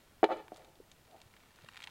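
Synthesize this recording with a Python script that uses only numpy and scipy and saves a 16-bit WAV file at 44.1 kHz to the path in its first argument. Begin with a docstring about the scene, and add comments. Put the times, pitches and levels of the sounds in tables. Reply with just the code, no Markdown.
"""Brush rustles faintly in the quiet air of a snowy hillside, then two rams butt heads. The horns meet
in a double crack that the nearby banks throw back, then knock once more, softly; a far slope answers
almost a second later. Hooves thud and crunch in the snow, and twigs snap as one ram pushes through
a bush. Heard in mono, from one spot on the hill."""
import sys
import numpy as np
from scipy import signal
from scipy.fft import rfft, irfft, next_fast_len
from scipy.io import wavfile

SR = 44100
rng = np.random.default_rng(int(sys.argv[2]) if len(sys.argv) > 2 else 0)


def unload_wav(signal):
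    """Save mono or channel-first audio to the path in sys.argv[1] as 16-bit WAV at rate SR, clipped to [-1, 1]."""
    wavfile.write(
        sys.argv[1],
        SR,
        np.round(np.clip(np.atleast_2d(signal).T, -1, 1) * 32767).astype(np.int16),
    )


N = 83790
T = np.arange(N) / SR
GROUND_DELAY_S, GROUND_GAIN = 0.00217, 0.26  # the bounce off the ground on the way to the microphone


def from_db(db):
    """Decibels to gain."""
    return 10 ** (np.asarray(db) / 20)


def rms_one(x):
    """Scale to rms 1."""
    return x / np.sqrt(np.mean(x ** 2) + 1e-20)


def curve(rows):
    """Gain over time from rows of time_s, level_db."""
    return from_db(np.interp(T, *np.transpose(rows)))


def butter(x, hz, kind, order=2):
    """Butterworth low- or high-pass."""
    return signal.sosfilt(signal.butter(order, min(hz, .45 * SR), kind, fs=SR, output="sos"), x + 1e-18)


def colour(x, points):
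    """Causal (minimum-phase) filter from rows of frequency_hz, gain_db."""
    size = next_fast_len(2 * len(x))
    size += size % 2
    hz, db = np.transpose(points)
    grid_hz = np.maximum(np.arange(size // 2 + 1) * SR / size, 1)
    gain = from_db(np.interp(np.log(grid_hz), np.log(hz), db))
    cepstrum = irfft(np.log(gain))
    cepstrum[1:size // 2] *= 2
    cepstrum[size // 2 + 1:] = 0
    return irfft(rfft(x, size) * np.exp(rfft(cepstrum)))[:len(x)]


def delayed(x, start_s):
    """The sound x starting start_s seconds in."""
    return np.interp(np.arange(N) - start_s * SR, np.arange(len(x)), x, left=0, right=0)


def burst(t60_s, size=4096):
    """A dying puff of noise."""
    return rng.standard_normal(size) * from_db(-60 * T[:size] / t60_s)


def air(level_db=-65):
    """Quiet open air: steady noise, strongest in the bass."""
    # Spectrum of the air: frequency_hz, gain_db
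    spectrum = [(20, 0.5), (40, 0), (120, -1), (200, -4), (400, -7), (750, -9), (1200, -14.5), (3000, -19),
                (6000, -21), (15500, -24.5)]
    return from_db(level_db) * rms_one(colour(rng.standard_normal(N), spectrum))


def rustle(ticks_per_s=1800, spread_db=3.5):
    """Dry stems brush against coats and legs in a stream of tiny ticks, doubled by the ground."""
    # Loudness of the moving brush: time_s, level_db
    levels = [(0, -71), (.5, -78.5), (.57, -66), (.7, -74.5), (.85, -74), (1.05, -72), (1.15, -70),
              (1.28, -72.5), (1.36, -70.5), (1.55, -68), (1.71, -65.5), (1.79, -64.5), (1.85, -61),
              (1.9, -63)]
    # Spectrum of the dry stems: frequency_hz, gain_db
    spectrum = [(300, -25), (600, -6.5), (850, 3.5), (1300, 6), (2000, 4), (4000, 1), (5500, -8.5),
                (8000, -10.5), (15000, -23.5)]
    ticks = (rng.random(N) < ticks_per_s / SR) * rng.choice([-1, 1], N)
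    ticks = ticks * from_db(spread_db * np.minimum(rng.exponential(1, N), 4))
    bounce = GROUND_GAIN * delayed(ticks, GROUND_DELAY_S)
    return curve(levels) * rms_one(colour(ticks + bounce, spectrum))


def horns(low_cut_hz=252, edge_ratio=2.27):
    """Each contact rings the damped horns and skulls; the ridges grind with a short crack."""
    # Horn contacts, brighter when harder: start_s, ring_db, hardness_hz, crack_db
    contacts = [(0.23036, -15, 1260, -64), (0.23306, -18, 1350, -62), (0.23946, -14, 1044, -26.5),
                (0.24205, -13.5, 3000, -26), (0.24433, -19.5, 3300, -25), (0.5194, -36.5, 1000, -63),
                (0.5285, -49.5, 450, -77.5)]
    # Modes of horns and skulls: pitch_hz, level_db, t60_s
    modes = [(243, -16, 0.085), (328.4, -14.5, 0.068), (420.3, -8, 0.045), (639.3, -1.5, 0.034),
             (724, -5, 0.071), (846, -10, 0.022), (1160, -10, 0.015), (1430, -6, 0.0072),
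             (1750, -15, 0.014), (1960, -12.5, 0.027), (2341, -8.5, 0.016), (2900, -14, 0.026),
             (3270, -16, 0.02), (3700, -22.5, 0.016)]
    # Spectrum of the gritty crack: frequency_hz, gain_db
    crack_spectrum = [(90, -43), (300, -27), (1200, -14), (2800, -1), (4400, 3.5), (5500, -19),
                      (7000, -10.5), (10000, -21), (15000, -30.5)]
    t, out = T[:8192], 0
    ring = sum(from_db(db - 60 * t / t60_s) * np.sin(2 * np.pi * hz * t) for hz, db, t60_s in modes)
    ring = butter(ring, low_cut_hz, "high", order=4)
    for start_s, ring_db, hardness_hz, crack_db in contacts:
        knock = butter(ring, hardness_hz, "low")
        knock = butter(knock, edge_ratio * hardness_hz, "low", order=4)  # the spectrum ends steeply
        crack = colour(burst(t60_s=0.006), crack_spectrum)
        out += from_db(ring_db) * delayed(knock, start_s)
        out += from_db(crack_db) * delayed(crack, start_s)
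    return out


def hillside(clash, far_delay_s=0.902, far_spread_s=0.053, far_top_hz=820):
    """Nearby banks echo, brush and rocks scatter a wash, and a far slope gives a dull answer."""
    # Distinct echoes off nearby banks: delay_s, level_db
    banks = [(.0595, -15), (.075, -11.5), (.0845, -15)]
    # Tone of the banks and the far slope: frequency_hz, gain_db
    echo_spectrum = [(200, -22), (430, -11.5), (640, -0.5), (900, -3), (1400, 0), (3000, -19), (8000, -23)]
    # Sound scattered back by brush and rocks: delay_s, level_db
    scatter_levels = [(.004, -39.5), (.04, -62.5), (.064, -49.5), (.081, -41.5), (.105, -54), (.135, -55),
                      (.16, -57.5), (.2, -70), (.26, -74), (.45, -73.5), (.7, -100)]
    # Tone of that scatter: frequency_hz, gain_db
    scatter_spectrum = [(150, 0), (310, -2), (430, -3.5), (540, 5), (680, -4), (1000, 5), (1500, -0.5),
                        (2200, 1.5), (4000, 3), (8000, -1), (15000, 0)]
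    near = sum(from_db(db) * delayed(clash, delay_s) for delay_s, db in banks)
    scatter = colour(rng.standard_normal(N) * curve(scatter_levels), scatter_spectrum)
    wash = signal.fftconvolve(clash, scatter)[:N]
    far_swell = from_db(-67) * np.exp(-.5 * ((T - far_delay_s) / far_spread_s) ** 2)
    far = signal.fftconvolve(clash, rng.standard_normal(N) * far_swell)[:N]
    far += from_db(-31) * delayed(clash, start_s=.912)  # one distinct return within the smear
    return colour(near + butter(far, far_top_hz, "low"), echo_spectrum) + wash


def snaps(click_height=8.1, width_octaves=0.79, skirt_db=-14.5):
    """Each break is a click and brief splintering around its own pitch, doubled by the ground."""
    # Twigs and snow crust breaking: start_s, level_db, pitch_hz, t60_s
    breaks = [(0.3700, -45.5, 7460, .012), (0.4817, -39, 1630, .008), (0.5437, -43, 4570, .014),
              (0.546, -49, 4040, 0.018), (0.5615, -40, 4500, 0.018), (0.5700, -42.5, 7000, 0.029),
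              (0.647, -45.5, 4130, .02), (0.7555, -48, 3500, .01), (0.9160, -41, 4500, 0.029),
              (1.1100, -51.5, 4500, .03), (1.203, -47.5, 3300, 0.01), (1.2165, -38.5, 4560, 0.017),
              (1.3392, -48.5, 1900, 0.021), (1.3660, -47.5, 2190, 0.024), (1.4040, -50.5, 2300, 0.015),
              (1.435, -48.5, 1720, 0.02), (1.5600, -47.5, 5000, 0.015), (1.5878, -48, 1500, 0.015),
              (1.6145, -49, 2490, .012), (1.621, -45.5, 4100, .014), (1.6470, -44, 3030, 0.012),
              (1.661, -51.5, 1760, 0.025), (1.687, -38.5, 1680, 0.026), (1.6874, -34.5, 3000, 0.0083),
              (1.7355, -43, 2720, 0.015), (1.7456, -45, 2080, 0.02), (1.7586, -38, 2660, 0.014),
              (1.7686, -32, 2600, 0.0074), (1.7735, -32.5, 2660, 0.016), (1.7928, -46, 1800, 0.016),
              (1.8043, -34, 2500, 0.0087), (1.8108, -41, 4970, 0.0076), (1.8209, -41, 2800, 0.041),
              (1.8276, -35, 2900, 0.014), (1.837, -39, 3570, 0.026), (1.8402, -31.5, 3440, 0.023),
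              (1.873, -31.5, 2670, 0.019), (1.8828, -47.5, 1300, 0.021)]
    # Tone common to all snaps: frequency_hz, gain_db
    spectrum = [(200, -39), (550, -15), (850, 10.5), (1300, 4), (4000, -1), (5300, -9.5), (7500, -5),
                (15000, -17.5)]
    out, grid_hz = 0, np.geomspace(100, 16000, 24)
    for start_s, level_db, pitch_hz, t60_s in breaks:
        hump = np.exp(-.5 * (np.log2(grid_hz / pitch_hz) / width_octaves) ** 2)
        band = np.transpose([grid_hz, skirt_db * (1 - hump)])
        snap = colour(np.r_[click_height, burst(t60_s)], band)
        snap *= 0.14 * np.sqrt(t60_s * SR / np.sum(snap ** 2))  # energy in proportion to decay time
        out += from_db(level_db) * delayed(snap, start_s)
    bounce = GROUND_GAIN * delayed(out, GROUND_DELAY_S)
    return colour(out + bounce, spectrum)


def hooves():
    """Snow cushions each hoof fall to a thud of a few cycles."""
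    # Hoof falls: start_s, peak_db, pitch_hz, length_s
    falls = [(0.801, -45, 423, 0.0074), (0.8075, -56, 300, 0.011), (1.257, -56.5, 111.5, .022),
             (1.635, -55, 138, 0.0208), (1.644, -51.5, 563, 0.0057)]
    out = 0
    for start_s, peak_db, pitch_hz, length_s in falls:
        swell = np.sin(np.pi * np.minimum(T / length_s, 1) ** 0.63)
        thud = swell * np.sin(2 * np.pi * pitch_hz * T)
        out += from_db(peak_db) * delayed(thud, start_s)
    return out


def scene():
    """Air, brush, the clash with its echoes and the footwork meet at one microphone."""
    clash = horns()
    return (air() + rustle() + clash + hillside(clash) + snaps() + hooves())[None]


def record(dry, cutoff_hz=15800):
    """The top of the treble is cut steeply."""
    return signal.sosfilt(signal.ellip(10, .1, 70, cutoff_hz, fs=SR, output="sos"), dry)


dry = scene()
out = record(dry)
unload_wav(out)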